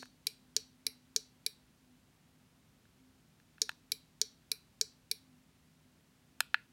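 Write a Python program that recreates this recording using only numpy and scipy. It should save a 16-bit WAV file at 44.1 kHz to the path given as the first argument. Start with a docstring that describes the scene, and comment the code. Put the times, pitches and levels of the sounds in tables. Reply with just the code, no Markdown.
"""A small room with a faint, low hum, its walls answering every click.
A thumb presses and releases the keys of a hand-held controller: each dome snaps and rings the
plastic case. Up close, a small solenoid valve under test snaps open and shut three times a run:
the coil slams the plunger onto its stop, and the spring throws it back onto the seat."""
import sys
import numpy as np
from scipy import signal
from scipy.fft import rfft, irfft, next_fast_len
from scipy.io import wavfile
from scipy.ndimage import map_coordinates

SR = 44100
rng = np.random.default_rng(int(sys.argv[2]) if len(sys.argv) > 2 else 0)


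def to_wav(s):
    """Save 16-bit WAV."""
    ch = np.atleast_2d(s).T  # columns
    pcm = np.round(np.clip(ch, -1, 1) * 32767)  # PCM
    wavfile.write(sys.argv[1], SR, pcm.astype(np.int16))


N = 296352

# room tone, rumble up to hiss: f/Hz, relative spectral level/dB
AIR_SPECTRUM = [(15, -50), (28, -21.5), (50, -4.5), (100, -3), (160, -3), (190, -6), (245, -4.5),
                (300, -9.5), (480, -17), (770, -18), (1100, -19.5), (3060, -22), (8970, -28), (16000, -33)]
# low hum lines: f/Hz, rms level/dB, phase drift/rad
HUM_LINES = [(156.9, -79.5, 0.16), (202, -84.5, 1.9)]
# swells and fades of the highest hum line: t/s, relative level/dB
HUM_SWELL = [(0.0, -58), (0.15, -76.5), (0.84, -73), (0.88, -65.5), (1.74, -79), (1.93, -65), (2.11, -91),
             (2.19, -74), (2.94, -79), (3.01, -65), (3.37, -84), (3.65, -71.5), (5.09, -78.5), (5.35, -63),
             (5.45, -78), (6.57, -72), (6.61, -88), (6.72, -66)]
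# reverb tail of the walls: f/Hz, t60/s, level/dB
WALL_DECAY = [(199.8, .35, -24.5), (450, .3, -20), (1500, 0.24, -14), (2850, 0.28, -18.5),
              (4270, 0.32, -18), (6300, 0.25, -26.5), (9050, .27, -21.5), (10800, 0.16, -20.5),
              (16000, .22, -21)]
# dull thumb knocks on the case: t/s, peak level/dB, half width/s
THUMB_KNOCKS = [(0.0295, -36.5, 0.00019)]
# modes of the plastic case: f/Hz, t60/s, press level/dB, release level/dB
CASE_MODES = [(920, 0.013, -25, -25), (1478, 0.012, -18.5, -14.5), (1592, 0.013, -18, -15.5),
              (1690, 0.017, -22, -16.5), (2620, 0.0075, -14, -12), (3012, 0.0097, -19, -18.5),
              (3380, 0.0082, -20, -22.5), (4093, 0.009, -14, -20.5), (5200, 0.0074, -13, -33.5),
              (6830, 0.0045, -8.5, -33.5), (7590, 0.0034, -11, -35.5), (8600, 0.0062, -10, -45),
              (9640, 0.0069, -17, -45), (11950, 0.0033, -8.5, -40.5), (13500, 0.0012, 2.5, -19.5)]
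# presses, releases and light touches: t/s, relative level/dB, snap (0 dull release .. 1 crisp press)
KEY_HITS = [(0.0241, -31, 0.87), (0.0299, -26, 0.12), (.056, -34.5, 0.86), (2.8542, -44.5, 0.17),
            (3.3996, -42, 0.5), (3.5816, -36, .05), (3.6927, -9, 0.51), (3.7159, -33.5, 0.68),
            (6.405, -0.5, 0.92), (6.5433, 1, 0.018)]
# modes of the valve and its mount: f/Hz, t60/s, opening level/dB, shutting level/dB
VALVE_MODES = [(433.5, 0.083, -40.5, -48), (1640, .015, -37, -41.5), (2297, .045, -45.5, -40),
               (2396, .026, -41.5, -34.5), (2410, .18, -70, -61.5), (3550, 0.012, -36.5, -38.5),
               (3910, 0.038, -42, -41), (4030, 0.012, -16.5, -16), (4374, .0204, -20.5, -25),
               (4628, 0.014, -16.5, -17.5), (5024, 0.01, -32.5, -34), (5200, .06, -40, -44.5),
               (5554, 0.01, -14, -16.5), (5560, 0.16, -56.5, -61), (5790, 0.0061, -7.5, -24.5),
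               (5950, 0.28, -53.5, -69.5), (6060, .0053, -70, -23), (6660, .0038, -3, -20.5),
               (8070, .0099, -23.5, -27), (9075, 0.0083, -23, -25), (9700, .0083, -25, -26.5),
               (11030, .014, -40, -28.5), (11115, 0.0047, -27.5, -16), (12330, 0.005, -20.5, -19.5),
               (13890, .01, -38, -31), (15586, .0021, -19.5, -11.5)]
# first opening of each test run: t/s
RUN_STARTS = [-.0324, 3.6176]

CYCLES_PER_RUN, CYCLE_S, HELD_OPEN_S = 3, .5973, .3014


def amp(db):
    """Decibels to gain."""
    return 10 ** (np.asarray(db) / 20)


def along(points, hz):
    """Read a curve of (f/Hz, value) points on a log frequency axis."""
    f, v = np.transpose(points)
    return np.interp(np.log(hz + 1), np.log(f + 1), v)


def wobble(rate):
    """Smooth random modulation, with rate knots a second."""
    knots = rng.standard_normal(int(N * rate / SR) + 4)
    return map_coordinates(knots, [np.arange(N) * rate / SR])


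def filtered(x, response):
    """EQ x with a gain curve over frequency."""
    size = next_fast_len(N + SR // 2)
    return irfft(rfft(x, size) * response(np.fft.rfftfreq(size, 1 / SR)), size)[:N]


def add(track, s, sound):
    """Mix a sound into the track at time s."""
    start = round(s * SR)
    part = sound[max(-start, 0):N - start]
    track[max(start, 0):][:len(part)] += part


def room_tone(rms_db=-68.5):
    """A steady bed of soft rumble and hiss."""
    air = filtered(rng.standard_normal(N), lambda hz: amp(along(AIR_SPECTRUM, hz)))
    return amp(rms_db) * air / np.sqrt(np.mean(air ** 2))


def hum(waver_db=2.5, swell_hz=255):
    """Low tones waver in level and phase; the highest also swells and fades."""
    t = np.arange(N) / SR
    tone = lambda hz, drift: np.sqrt(2) * np.sin(2 * np.pi * hz * t + drift * wobble(8.7))
    lines = sum(amp(db + waver_db * wobble(6.9)) * tone(hz, drift) for hz, db, drift in HUM_LINES)
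    swell_db = np.interp(t, *np.transpose(HUM_SWELL)) - 2 + waver_db * wobble(3.5)
    return lines + amp(swell_db) * tone(swell_hz, drift=1.9)


def room_response(predelay_s, splash_db, splash_t60):
    """Things close by scatter a brief splash; then the walls answer, each band dying at its own speed."""
    hz, t, noise = signal.stft(rng.standard_normal(SR // 2), SR, nperseg=256)
    table = np.array(WALL_DECAY)
    t60 = along(table[:, [0, 1]], hz)[:, None]
    level_db = along(table[:, [0, 2]], hz)[:, None]
    energy = SR * t60 / np.log(1e6)  # dividing this out keeps long tails from being louder
    decay = amp(level_db - 60 * t / t60) / np.sqrt(energy)
    _, tail = signal.istft(noise * decay, SR, nperseg=256)
    walls = np.pad(tail, (round(predelay_s * SR), 0))
    splash = np.pad(crack(lo_hz=1460, hi_hz=15500, t60=splash_t60), (SR // 500, 0))  # 2 ms late
    splash *= amp(splash_db) / np.linalg.norm(splash)
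    return walls + np.pad(splash, (0, len(walls) - len(splash)))


def crack(lo_hz, hi_hz, t60):
    """An impact's transient: dense, unresolved modes as a fast-dying band of noise."""
    t = np.arange(SR // 3) / SR
    band = signal.butter(2, [lo_hz, hi_hz], "bandpass", fs=SR, output="sos")
    return signal.sosfilt(band, rng.standard_normal(len(t)) * amp(-60 * t / t60))


def ring(hz, t60, db, rise_s, low_cut_hz):
    """Damped modes of a small struck body, which radiates little bass."""
    t = np.arange(SR // 3) / SR
    modes = amp(db[:, None] - 60 * t / t60[:, None]) * np.sin(2 * np.pi * hz[:, None] * t)
    attack = 1 - np.exp(-t / rise_s)  # the blow spreads through the body
    low_cut = signal.butter(2, low_cut_hz, "highpass", fs=SR, output="sos")
    return signal.sosfilt(low_cut, modes.sum(axis=0) * attack)


def strike(ringing, impact, echoes, wet_db, crack_send_db):
    """Ring and crack arrive dry, then from the walls, which catch more of the crack."""
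    wet = amp(wet_db) * signal.fftconvolve(ringing + amp(crack_send_db) * impact, echoes)
    return wet + np.pad(ringing + impact, (0, len(wet) - len(ringing)))


def thumb_knocks():
    """Soft flesh gives the case one push, with no ring."""
    t = np.arange(N) / SR
    track = np.zeros(N)
    for s, db, width in THUMB_KNOCKS:
        u = (t - s) / width
        track -= amp(db) * u * np.exp((1 - u ** 2) / 2)
    return track


def keys(echoes):
    """Each key's dome snaps against the case; a crisp press rings brighter than a release."""
    hz, t60, press_db, release_db = np.transpose(CASE_MODES)
    track = np.zeros(N)
    for s, db, snap in KEY_HITS:
        mode_db = snap * press_db + (1 - snap) * release_db
        ringing = ring(hz, t60, mode_db, rise_s=.0011, low_cut_hz=496.5)
        impact = amp(-23) * crack(lo_hz=1000, hi_hz=3200 + 5500 * snap, t60=.007)
        add(track, s, amp(db + 2) * strike(ringing, impact, echoes, wet_db=-11, crack_send_db=16))
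    return track


def valve(echoes):
    """The plunger strikes at both ends of its travel, ringing the valve and its mount."""
    hz, t60, open_db, shut_db = np.transpose(VALVE_MODES)
    scatter_db = lambda: .4 * rng.standard_normal(len(hz))
    openings = [start + cycle * CYCLE_S for start in RUN_STARTS for cycle in range(CYCLES_PER_RUN)]
    track = np.zeros(N)
    for s in openings:
        # the coil slams the plunger onto its stop
        ringing = ring(hz, t60, open_db + scatter_db(), rise_s=.00073, low_cut_hz=280)
        impact = amp(-22) * crack(lo_hz=3670, hi_hz=8000, t60=.0047)
        add(track, s, amp(.12) * strike(ringing, impact, echoes, wet_db=1, crack_send_db=10))
        # the spring throws it back onto the seat with a thinner click
        ringing = ring(hz, t60, shut_db + scatter_db(), rise_s=.00081, low_cut_hz=285.5)
        impact = amp(-29) * crack(lo_hz=2720, hi_hz=15180, t60=.007)
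        add(track, s + HELD_OPEN_S, strike(ringing, impact, echoes, wet_db=-1.5, crack_send_db=13))
    return track


def scene():
    """Valve and keys share one reverb, over the hum and room tone, in mono."""
    echoes = room_response(predelay_s=.008, splash_db=-20.5, splash_t60=.048)
    return (valve(echoes) + keys(echoes) + thumb_knocks() + hum() + room_tone())[None]


def record(dry):
    """A steep high cut takes off the very top of the treble."""
    high_cut_hz = 16100
    high_cut = lambda hz: 1 / np.sqrt(1 + (hz / high_cut_hz) ** 160)
    return np.array([filtered(channel, high_cut) for channel in dry])


dry = scene()
out = record(dry)
to_wav(out)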